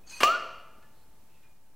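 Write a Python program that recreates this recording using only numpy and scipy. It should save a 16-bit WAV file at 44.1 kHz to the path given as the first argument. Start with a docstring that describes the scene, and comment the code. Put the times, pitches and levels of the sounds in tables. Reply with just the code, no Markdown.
"""Opening sparkling wine with a sword

In a quiet, echoing room, a blade slides up a bottle and cracks the glass collar. Gas spits through
the crack, the top pops off, and the gas in the open neck hoots with a rising pitch.
Glass and steel ring on, and a few faint clinks and rubs follow as they come to rest."""
import sys
import numpy as np
from scipy import signal
from scipy.fft import rfft, irfft
from scipy.io import wavfile
from scipy.ndimage import uniform_filter1d

SR = 44100
rng = np.random.default_rng(int(sys.argv[2]) if len(sys.argv) > 2 else 0)


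def dump_mix(stems):
    """Bounce the given channels to the path in sys.argv[1] as a 16-bit WAV at rate SR."""
    frames = np.atleast_2d(stems).T  # one column per channel
    limited = np.clip(frames, -1, 1)  # hard clip at full scale
    pcm = np.round(limited * 32767).astype(np.int16)
    wavfile.write(sys.argv[1], SR, pcm)


N = 77175
T = np.arange(N) / SR
BITE_S, CRACK_S, POP_S = .108, .2045, .2331  # the blade bites, the collar cracks, the top flies off
TOP_HZ = 15780  # upper edge of the treble

# The tones of steel rubbing on glass: pitch_hz, relative_level_db
BLADE_TONES = [(960, -13), (1550, -15), (2470, -3), (2510, 0), (2890, -11), (4080, -7), (4175, -4),
               (4505, -2), (4550, -6), (5120, -11), (5620, -14), (6030, -7), (6238, -4), (6612, -7),
               (6800, -10), (7530, -13), (8050, -9), (8390, -8), (9660, -13), (10600, -18), (11550, -18),
               (12500, -21), (13300, -21)]


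def amp(db):
    """Turn decibels into a number to multiply by."""
    return 10 ** (np.asarray(db) / 20)


def unit(x):
    """Scale a signal so that its average strength (rms) is 1."""
    return x / np.sqrt(np.mean(x ** 2))


def level_curve(points):
    """A loudness that changes over time, joining up rows of time_s, level_db."""
    return amp(np.interp(T, *np.array(points).T))


def at_pitch(hz, rows, column=1):
    """Read between the rows of a table by pitch, giving every octave equal space."""
    rows = np.array(rows, float)
    return np.interp(np.log(np.maximum(hz, 1)), np.log(rows[:, 0]), rows[:, column])


def noise(spectrum):
    """Noise of strength 1, coloured by rows of pitch_hz, relative_level_db."""
    gains = amp(at_pitch(np.fft.rfftfreq(N, 1 / SR), spectrum))
    return unit(irfft(rfft(rng.standard_normal(N)) * gains, N))


def pulse(start_s, spectrum, size=2048):
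    """One sharp push of air with energy 1 and the given mix of low and high pitches."""
    log_gains = np.log(amp(at_pitch(np.fft.rfftfreq(size, 1 / SR), spectrum)))
    cepstrum = irfft(log_gains)
    # Folding the second half onto the first packs the energy at the start of the pulse.
    cepstrum[1:size // 2] *= 2
    cepstrum[size // 2 + 1:] = 0
    shape = irfft(np.exp(rfft(cepstrum)))
    return np.pad(shape / np.linalg.norm(shape), (int(start_s * SR), N))[:N]


def narrow_noise(hz, width_hz):
    """Noise of strength 1 gathered around one pitch; the narrower, the more like a note."""
    peak = signal.iirpeak(hz, hz / width_hz, fs=SR)
    return unit(signal.lfilter(*peak, rng.standard_normal(N)))


def fade(start_s, fade_s):
    """Stay at 1 until start_s, then fall by 60 dB every fade_s."""
    return np.exp(-np.log(1000) * np.maximum(T - start_s, 0) / fade_s)


def struck(start_s, fade_s):
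    """Silence, then a sudden start that fades away."""
    return (T >= start_s) * fade(start_s, fade_s)


def ring(start_s, hz, db, fade_s):
    """One pure tone that starts suddenly and fades away."""
    return amp(db) * np.sin(2 * np.pi * hz * (T - start_s)) * struck(start_s, fade_s)


def wander(changes_per_s):
    """A smooth random wobble of strength 1."""
    span = max(int(SR / changes_per_s), 1)
    return unit(uniform_filter1d(uniform_filter1d(rng.standard_normal(N), span), span))


def room_tone():
    """The quiet room has a low, soft rumble of its own."""
    # The colour of the rumble: pitch_hz, relative_level_db
    spectrum = [(20, -6), (40, 1.5), (70, -3), (100, -6), (200, -7), (350, -12.5), (800, -15), (1300, -20),
                (2500, -26), (5000, -33.5), (15500, -30.5)]
    # Its loudness over time: time_s, level_db
    levels = [(0, -61), (1.0, -63), (1.45, -65), (1.6, -67), (1.75, -66.5)]
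    return level_curve(levels) * noise(spectrum)


def blade_touch():
    """The first light skim on the glass sounds only the blade's strongest tone, until it bites."""
    start_s, level_db = .036, -66
    hz = max(BLADE_TONES, key=lambda row: row[1])[0]
    return amp(level_db) * np.sin(2 * np.pi * hz * T) * (T >= start_s) * fade(BITE_S, .1)


def blade_slide():
    """Rubbing makes the blade sing unsteadily over fine grit; its low tones join as it bites."""
    # Loudness as the blade presses on the glass: time_s, level_db
    pressure = [(.05, -85.5), (.075, -54), (.094, -52.5), (.097, -45.5), (.112, -48), (.125, -46.5),
                (.155, -48), (.17, -46), (.204, -49)]
    # The colour of one tiny slip: pitch_hz, relative_level_db
    grit_spectrum = [(300, -7.5), (1000, 0.5), (3000, -1.5), (6000, -8.5), (9000, -8), (13000, -16),
                     (16000, -18.5)]
    pitch_waver, flutter_db = .007, 4.5
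    bright_hz, boost_db, drop_db_per_octave = 6600, 2, 8
    slips_per_s, slip_spread_db, grit_db = 12000, 3, -8
    before_bite = fade(BITE_S, .02)
    song = 0
    for hz, db in BLADE_TONES:
        pitch = hz * (1 + pitch_waver * wander(400))
        phase = 2 * np.pi * np.cumsum(pitch) / SR
        tilt_db = before_bite * (boost_db - drop_db_per_octave * abs(np.log2(hz / bright_hz)))
        song += amp(db + tilt_db + flutter_db * wander(80)) * np.sin(phase)
    slipping = rng.random(N) < slips_per_s / SR
    slips = slipping * rng.standard_normal(N) * amp(slip_spread_db * rng.standard_normal(N))
    grit = unit(signal.fftconvolve(slips, pulse(0, grit_spectrum))[:N])
    return (unit(song) + amp(grit_db) * grit) * level_curve(pressure) * fade(CRACK_S, .1)


def collar_crack():
    """The collar cracks and gas spits through the gap, already sounding a faint note in the neck."""
    # The colour of the spitting gas: pitch_hz, relative_level_db
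    spectrum = [(60, -37.5), (180, -14), (300, 0.5), (500, -7.5), (800, 1), (1200, 6.5), (1800, -2.5),
                (2400, -4), (2900, 4.5), (3700, -8), (6000, -16.5), (10500, -15), (12000, -24.5),
                (16000, -27.5)]
    spit_db, flutter_db, neck_db = -29, 1.5, -46
    spit = noise(spectrum) * amp(spit_db + flutter_db * wander(240))
    neck = amp(neck_db) * narrow_noise(hz=920, width_hz=30)
    return (spit + neck) * (T >= CRACK_S) * fade(POP_S, .0079)


def pop():
    """The top flies off: a few sharp shocks, a rough blast, a thin squeak and a dying rush of gas."""
    # Shocks as the glass parts and the gas bursts out: start_s, level_db
    shock_hits = [(0.2335, 5.5), (.2344, -10.5), (0.2352, -2), (0.236, -1.5)]
    # The colour of the shocks and the blast: pitch_hz, relative_level_db
    pop_spectrum = [(40, -31.5), (120, -22), (220, -13.5), (300, 1.5), (480, -1.5), (800, 2.5), (1300, 7.5),
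                    (1750, -2.5), (2300, -1), (3300, -4.5), (3750, -13), (4300, -11), (5800, -11),
                    (6800, -22.5), (11000, -31), (16000, -35.5)]
    # The colour of the gas rushing out: pitch_hz, relative_level_db
    rush_spectrum = [(250, -8), (420, -4), (900, -3), (1700, -3), (2400, 4), (3700, -7), (4300, -3),
                     (5200, -13.5), (8000, -11.5), (11000, -21.5), (16000, -23)]
    squeak_s, squeak_width_s, squeak_hz = .2432, .0014, 15550
    shocks = -sum(amp(db) * pulse(start_s, pop_spectrum) for start_s, db in shock_hits)
    blast = amp(-9) * noise(pop_spectrum) * struck(POP_S, fade_s=.02)
    rush = amp(-25) * noise(rush_spectrum) * struck(POP_S, fade_s=.15)
    squeak_swell = np.exp(-((T - squeak_s) / squeak_width_s) ** 2)
    squeak = amp(-31) * np.sin(2 * np.pi * squeak_hz * T) * squeak_swell
    return shocks + blast + rush + squeak


def neck_hoot():
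    """The gas in the open neck sounds one rising note that stops short."""
    # The loudness of the note: time_s, level_db
    levels = [(.233, -18.5), (0.245, -17), (0.253, -21.5), (0.271, -21), (0.284, -22.5), (0.313, -23.5),
              (.326, -29.5), (.365, -27.5)]
    from_hz, to_hz, pitch_waver = 1145, 1455, .003
    middle_s, rise_s, end_s = .294, .021, .363
    climb = .5 + .5 * np.tanh((T - middle_s) / (2 * rise_s))  # an S-curve from 0 to 1
    pitch = (from_hz + (to_hz - from_hz) * climb) * (1 + pitch_waver * wander(280))
    phase = 2 * np.pi * np.cumsum(pitch * (T >= POP_S)) / SR
    return np.sqrt(2) * np.sin(phase) * level_curve(levels) * fade(end_s, .02)


def glass_and_steel():
    """The pop sets bottle and blade ringing, and gas blows the bottle's notes over a long steel tone."""
    # Notes of the bottle kept going by the rush of gas: pitch_hz, width_hz, level_db, fade_s
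    blown_notes = [(658, 25, -29, .35), (2825, 56, -27, .33), (5876, 59, -38, .25), (7306, 100, -42, .25)]
    # Ringing tones of bottle and blade: pitch_hz, level_db, fade_s
    struck_tones = [(295.8, -45.5, 0.45), (642, -45, .9), (2441, -36.5, .35), (2850, -35, 0.23),
                    (3276, -38.5, .3), (4670, -48.5, .35), (5215, -35, .15), (6400, -39.5, .18),
                    (10800, -49.5, .2)]
    blown = sum(amp(db) * narrow_noise(hz, width_hz) * struck(POP_S, fade_s)
                for hz, width_hz, db, fade_s in blown_notes)
    ringing = sum(ring(POP_S, hz, db, fade_s) for hz, db, fade_s in struck_tones)
    steel = ring(CRACK_S, hz=882, db=-64, fade_s=6.7)
    return blown + ringing + steel


def room_thump():
    """The puff of gas stirs a deep note in the room."""
    return ring(POP_S, hz=72, db=-49, fade_s=.3)


def clinks_and_rubs():
    """Blade and bottle clink, rub and shuffle faintly as they come to rest."""
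    # Light knocks: start_s, pitch_hz, level_db, fade_s
    clinks = [(.826, 1729, -57, 0.14), (1.429, 2435, -65, .4)]
    # Soft rubs and shuffles: start_s, length_s, pitch_hz, width_hz, level_db
    rubs = [(0.777, 0.025, 190, 119.7, -59), (0.931, .13, 4110, 400, -76), (1.285, 0.13, 2600, 220, -72),
            (1.418, 0.07, 1507, 900, -72)]
    tick_db, twin_db, beat_hz = -2.5, -4, 14.8
    out = np.zeros(N)
    for start_s, hz, db, fade_s in clinks:
        tick = amp(db + tick_db) * narrow_noise(hz, hz / 2) * struck(start_s, .056)
        twin = ring(start_s, hz + beat_hz, db + twin_db, fade_s)  # two close pitches make a wobble
        out += ring(start_s, hz, db, fade_s) - twin + tick
    for start_s, length_s, hz, width_hz, db in rubs:
        progress = np.clip((T - start_s) / length_s, 0, 1)
        swell = np.sqrt(np.abs(np.sin(np.pi * progress)))
        out += amp(db) * swell * narrow_noise(hz, width_hz)
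    return out


def room_echo(sound, band_count=18):
    """Reflections in the room build up, then die away, soonest in the high treble."""
    # How long and how loud the room echoes: pitch_hz, fade_s, level_db
    echoes = [(99.6, .5, -9.5), (252, 0.66, -9), (434, 1., -7.5), (686, 0.93, -7), (1210, 0.87, -11),
              (2812, 0.85, -8.5), (4230, 0.67, -5.5), (6000, 0.79, -12.5), (9000, .42, -10.5),
              (16000, .25, -9.5)]
    delay_s, build_s = .0045, .012
    pitches = np.fft.rfftfreq(N, 1 / SR)
    centres = np.geomspace(50, TOP_HZ, band_count)
    spectrum = rfft(rng.standard_normal(N))
    build = 1 - np.exp(-np.maximum(T - delay_s, 0) / build_s)
    response = 0
    for hz, share in zip(centres, np.eye(band_count)):
        band_gains = at_pitch(pitches, np.column_stack([centres, share]))  # 1 here, 0 at the next band
        band = irfft(spectrum * band_gains, N)
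        decay = build * fade(0, at_pitch(hz, echoes))
        response += band * decay / np.linalg.norm(decay) * amp(at_pitch(hz, echoes, column=2))
    return signal.fftconvolve(sound, response)[:N]


def scene():
    """Blade, bottle and gas sound with the room's echo over its low rumble, almost in the centre."""
    direct = blade_touch() + blade_slide() + collar_crack() + pop()
    direct += neck_hoot() + glass_and_steel() + clinks_and_rubs()
    bass_cut = signal.butter(2, 120, "high", fs=SR, output="sos")  # the direct sounds carry little bass
    direct = signal.sosfilt(bass_cut, direct)
    heard = direct + room_echo(direct) + room_thump() + room_tone()
    middle_band = signal.butter(2, (250, 1800), "band", fs=SR, output="sos")
    lean = .05 * signal.sosfilt(middle_band, heard)  # middle pitches are a little louder on the left
    return np.array([heard + lean, heard - lean])


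def record(dry):
    """Add faint hiss, cut the highest treble and shift the wave by a small, steady offset."""
    # Each channel's own hiss: time_s, level_db
    hiss_levels = [(0, -70.5), (1.4, -67.5), (1.6, -70)]
    offset = -.0037
    hiss = level_curve(hiss_levels) * rng.standard_normal((2, N))
    treble_cut = signal.ellip(10, .2, 80, TOP_HZ, fs=SR, output="sos")
    return offset + signal.sosfilt(treble_cut, dry + hiss)


dry = scene()
out = record(dry)
dump_mix(out)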